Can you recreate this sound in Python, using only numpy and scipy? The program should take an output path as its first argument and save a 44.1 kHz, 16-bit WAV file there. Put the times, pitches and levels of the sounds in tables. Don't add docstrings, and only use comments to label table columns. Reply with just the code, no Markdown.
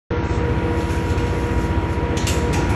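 import sys
import numpy as np
from scipy import signal
from scipy.fft import rfft, irfft
from scipy.io import wavfile
from scipy.ndimage import uniform_filter1d

SR = 44100
rng = np.random.default_rng(int(sys.argv[2]) if len(sys.argv) > 2 else 0)


def natural_amplitude(level_db):
    exponent = np.asarray(level_db, float) / 20
    return 10 ** exponent


def master_out(mix):
    frames = np.transpose(np.atleast_2d(mix))
    ceiling = np.clip(frames, -1, 1)
    pcm = np.round(ceiling * 32767).astype(np.int16)
    wavfile.write(sys.argv[1], SR, pcm)


N = 121275
T = np.arange(N) / SR
THIRDS = 30 * 2 ** (np.arange(27) / 3)
STEP = 2 ** (1 / 6)
HIGH_THIRDS = THIRDS[16:]


def walk(rate_hz):
    k = int(SR / rate_hz)
    steps = np.repeat(rng.standard_normal(N // k + 1), k)
    return 1.4 * uniform_filter1d(uniform_filter1d(steps, k), k)[:N]


def band(x, lo_hz, hi_hz, soft=.01):
    f = np.fft.rfftfreq(len(x), 1 / SR) + 1

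    def edge(hz):
        return np.clip(.5 + np.log(f / hz) / (2 * max(soft, .001)), 0, 1)

    return irfft(rfft(x) * np.sqrt(edge(lo_hz) * (1 - edge(hi_hz))), len(x))


def third(x, hz, soft):
    return band(x, hz / STEP, hz * STEP, soft)


def read(table, hz, column=1):
    table = np.array(table, float)
    return np.interp(np.log(hz), np.log(table[:, 0]), table[:, column])


def over_time(table):
    return np.interp(T, *np.array(table).T)


def unit(x):
    return x / np.sqrt(np.mean(x ** 2))


def follow(x):
    return 10 * np.log10(uniform_filter1d(x ** 2, size=1400, origin=500) + 1e-14)


# multiple of the turn rate, peak level in dB.
THROB_ORDERS = [(4, -26.5), (5, -26.5), (6, -26), (7, -32.5), (8, -30.5), (9, -52), (10, -32), (12, -33.5),
                (13, -44.5), (17, -36), (18, -50), (20, -35.5), (22, -29)]


def machine():
    turn_hz, delay_s, extra_delay_s = 15.03, .040, .0055
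    out = 0
    for order, db in THROB_ORDERS:
        n = order - THROB_ORDERS[0][0]
        lag = 2 * np.pi * turn_hz * (delay_s * n + extra_delay_s * n ** 2 / 2)
        level = natural_amplitude(db + 0.74 * walk(4.35))
        out = out - level * np.cos(2 * np.pi * order * turn_hz * T - lag + 0.083 * walk(2.97))
    return out


# frequency in Hz, spectral density in dB per Hz.
AIR_SPECTRUM = [(45, -13), (62, 2.5), (130, -2.5), (480, -8.5), (600, -13.5), (2300, -21), (3500, -33),
                (12000, -54.5)]
# time in seconds, level in dB.
AIR_FLOW = [
    (.1, -0.1),
    (.9, -0.05),
    (1.5, 0.36),
    (2.1, -0.04),
    (2.5, 1.5),
    (2.75, 2.1),
]


def rushing_air():
    air_db, flicker_db = -24.5, 0.86
    out = 0
    for hz in THIRDS:
        level = natural_amplitude(read(AIR_SPECTRUM, hz) + flicker_db * walk(9.2))
        out = out + level * third(rng.standard_normal(N), hz, 0.088)
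    return natural_amplitude(air_db + over_time(AIR_FLOW)) * unit(out)


# multiple of the blade rate, level in dB, wander in dB.
BLADE_HARMONICS = [(1, 4, 1.46), (2, -32, 0.5), (3, -42.5, 2.5), (4, -51, 6)]
# time in seconds, level in dB.
BLADE_FADING = [(0.12, -26.5), (0.29, -38), (0.41, -29.5), (0.53, -28), (0.57, -46), (0.65, -29.5),
                (0.91, -37), (1.35, -28.5), (1.91, -43), (2.15, -29), (2.26, -53), (2.32, -34.5),
                (2.51, -27), (2.54, -45), (2.6, -28), (2.75, -64)]


def fan_whine():
    blade_hz = 477.5
    fading_db = over_time(BLADE_FADING)
    out = 0
    for k, db, wander_db in BLADE_HARMONICS:
        level = natural_amplitude(db + fading_db * (k == 1) + wander_db * walk(6.83))
        out = out + level * np.sin(2 * np.pi * k * blade_hz * T + 0.36 * walk(5.25) + k)
    return out


# frequency in Hz, peak level in dB.
SMALL_FAN_TONES = [(691.5, -49), (1382.5, -47)]


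def small_fan():
    out = 0
    for hz, db in SMALL_FAN_TONES:
        out = out + natural_amplitude(db + 2.6 * walk(6.04)) * np.sin(2 * np.pi * hz * T + .6 * walk(4.62))
    return out


# time in seconds, rustle level in dB.
SUIT_EFFORT = [(.12, -59), (.36, -41.5), (.46, -66), (.72, -53), (.8, -44), (.86, -49.5), (.92, -41),
               (1.03, -47), (1.11, -44), (1.16, -56), (1.4, -46), (1.55, -48), (1.63, -42), (1.77, -57.5),
               (1.88, -54.5), (1.93, -43.5), (2.03, -75), (2.75, -68)]
# frequency in Hz, spectral density in dB per Hz.
CLOTH_SPECTRUM = [(1500, -8), (3000, 0.5), (7000, 2.5), (9000, -4.5), (11000, 4), (12500, -8.5)]


def suit():
    crinkles_per_s, spread_db = 2800, -1.5
    chance = rng.random((N, 2))
    struck = chance[:, 0] < crinkles_per_s / SR
    grains = struck * natural_amplitude(-spread_db * np.log(chance[:, 1] + 1e-9))
    x = rng.standard_normal(N) * (1.2 + uniform_filter1d(grains, size=24) * 12)
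    out = sum(natural_amplitude(read(CLOTH_SPECTRUM, hz)) * third(x, hz, .1) for hz in HIGH_THIRDS)
    return unit(out) * natural_amplitude(over_time(SUIT_EFFORT))


# start in seconds, frequency in Hz, level in dB, t60 in seconds.
PANEL_BUZZES = [(0.581, 3280, -46, .2), (0.807, 4040, -41, 0.28), (1.175, 2600, -36, 0.13),
                (2.169, 2960, -39, .15), (2.169, 6560, -32, 0.32), (2.198, 3980, -38, .5),
                (2.27, 3080, -30.5, 0.22), (2.269, 7240, -26.5, 0.41), (2.277, 11000, -36.5, 0.4),
                (2.545, 830, -31, 1.1), (2.535, 2580, -32, 0.25), (2.54, 6500, -39.5, 0.47),
                (2.698, 2380, -33, 0.41)]


def panels():
    attack_s, share = 0.00073, 0.098
    out, n = np.zeros(2 * N), SR // 2
    t = np.arange(n) / SR
    rise = 1 - np.exp(-t / attack_s)
    for at, hz, db, t60 in PANEL_BUZZES:
        buzz = unit(band(rng.standard_normal(n), hz * (1 - share), hz * (1 + share), 0.06))
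        out[int(at * SR):][:n] += natural_amplitude(db - 60 * t / t60) * rise * buzz
    return out[:N]


# start in seconds, level in dB, brightness in dB per octave,
# rattle in seconds, attack in seconds.
HANDLE_CLACKS = [(0.802, -40.5, -11, .015, 0.0023), (.892, -40, -5.5, .02, 0.0048),
                 (1.093, -38, -1.5, .015, 0.003), (1.175, -36.5, -3, 0.0045, .001),
                 (1.265, -41, -5, .01, .002), (2.044, -65, -2, .01, .002),
                 (2.170, -31, -3.6, .012, 0.00046), (2.266, -39, -8, .004, .001),
                 (2.268, -24.5, -1.1, 0.031, 0.00086), (2.527, -28, 0.7, 0.018, .005),
                 (2.566, -42, -1.1, .006, .001), (2.693, -40, 8.5, .03, 0.0018)]
# frequency in Hz, spectral density in dB per Hz, t60 in seconds.
STEEL_SPECTRUM = [(1200, -12, 0.59), (2100, -11, 0.5), (2760, -6.5, 0.62), (4900, -11, 0.64),
                  (6550, -9.5, 0.92), (7940, -11.5, 0.24), (11000, -19.5, 0.38), (13500, -19, 0.44)]


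def handle():
    tail_db, crack_db, crack_s = 1.5, -8.5, 0.0012
    ring_db, ring_t60_s = -4.5, 0.5
    out, n = np.zeros(2 * N), SR // 2
    t = np.arange(n) / SR
    for at, db, tilt_db, rattle_s, attack_s in HANDLE_CLACKS:
        noise, clack = rng.standard_normal(n), 0

        def colour(hz):
            return read(STEEL_SPECTRUM, hz) + np.clip(tilt_db, -3, 4) * np.log2(hz / 5000)

        burst = np.exp(-(t / max(rattle_s, .002)) ** 2) + natural_amplitude(crack_db) * np.exp(-t / crack_s)
        for hz in HIGH_THIRDS:
            tail = natural_amplitude(tail_db - 60 * t / read(STEEL_SPECTRUM, hz, column=2))
            clack = clack + 2 * natural_amplitude(colour(hz)) * third(noise, hz, 0.11) * (burst + tail)
        for u, v, w in rng.random(size=(24, 3)):
            hz = 2000 * 4 ** u
            level = natural_amplitude(ring_db + colour(hz) - 8 * v - 60 * t / (ring_t60_s * (0.84 + w)))
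            clack = clack + level * np.sin(2 * np.pi * (hz * t + v))
        out[int(at * SR):][:n] += natural_amplitude(db) * (1 - np.exp(-t / max(attack_s, 3e-4))) * clack
    return out[:N]


def scene():
    return (machine() + rushing_air() + fan_whine() + small_fan() + suit() + panels() + handle())[None]


# low edge in Hz, high edge in Hz, start in seconds, end in
# seconds.
GAP_BANDS = [
    (4760, 4960, 0, 3),
    (8050, 8850, 0, 2.1),
    (8050, 8850, 2.58, 3),
    (8850, 9200, 0, 1.95),
    (9000, 9350, 2.29, 2.69),
    (9900, 10430, .81, 2.17),
    (9200, 9750, .81, 2.17),
    (12200, 12700, 0, 3),
    (12700, 13600, 0, 3),
]
# depth in dB, level that fills the gap in dB.
GAP_DEPTHS = [(-25, -49.5), (-41, -47), (-35, -45), (-36, -50), (-27, -37), (-13, -48), (-17, -48),
              (-50, -59), (-50, -59)]


def spectral_gaps(x):
    for (lo_hz, hi_hz, start, end), (db, fill_db) in zip(GAP_BANDS, GAP_DEPTHS):
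        part = band(x, lo_hz, hi_hz, .004)
        faint = np.clip((fill_db + 2.5 * walk(12) - follow(part)) / 3, 0, 1)
        patchy = np.clip(1.7 + (lo_hz > 12000) + walk(9.1), 0, 1)
        active = uniform_filter1d(1. * (T >= start) * (T < end), size=400)
        x = x - (1 - natural_amplitude(db)) * faint * patchy * active * part
    return x


def passing_holes(x):
    width_hz, odds, depth_db = 110, 1.4, -16
    for lo_hz in range(3300, 8000, 390):
        is_open = np.clip((walk(10) - odds) * 4 + .5, 0, 1)
        x = x - (1 - natural_amplitude(depth_db)) * is_open * band(x, lo_hz, lo_hz + width_hz, .002)
    return x


# start in seconds, top frequency in Hz.
TREBLE_STEPS = [
    (0, 6550),
    (.245, 8050),
    (.44, 13600),
]


def stepped_treble(x):
    y = np.zeros(N)
    for start, top_hz in TREBLE_STEPS:
        y = y + np.clip((T - start) * 100 + 1, 0, 1) * (band(x, 20, top_hz, .004) - y)
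    return y


# frequency in Hz, start in seconds.
WHISTLE_TONES = [
    (8440, .27),
    (8786, 1.15),
    (9819, .81),
    (10508, .81),
]
WHISTLE_LEVELS = [-6, -18, -3, -2]


def whistles(treble_db):
    out = 0
    for (hz, start), db in zip(WHISTLE_TONES, WHISTLE_LEVELS):
        level = natural_amplitude(db + np.minimum(treble_db, -52) + 2.5 * walk(14))
        out = out + level * np.clip((T - start) / .01, 0, 1) * np.sin(2 * np.pi * hz * T)
    return out


def start_and_skip(x):
    start_s, skip_s, skip_len_s = .104, .283, .024
    skip = np.clip(2 - 2 * np.abs(T - skip_s) / (skip_len_s / 2), 0, 1)
    x = x - .85 * skip * band(x, 20, 900, .1)
    return x * np.clip((T - start_s) / 0.0038, 0, 1)


def roll_off(x):
    return signal.sosfilt(signal.butter(12, 13300, fs=SR, output="sos"), x)


def record(dry):
    x = dry[0]
    treble_db = follow(band(x, 10500, 12200))
    x = passing_holes(spectral_gaps(x))
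    y = stepped_treble(x) + whistles(treble_db)
    return roll_off(start_and_skip(y)[None])


dry = scene()
out = record(dry)
master_out(out)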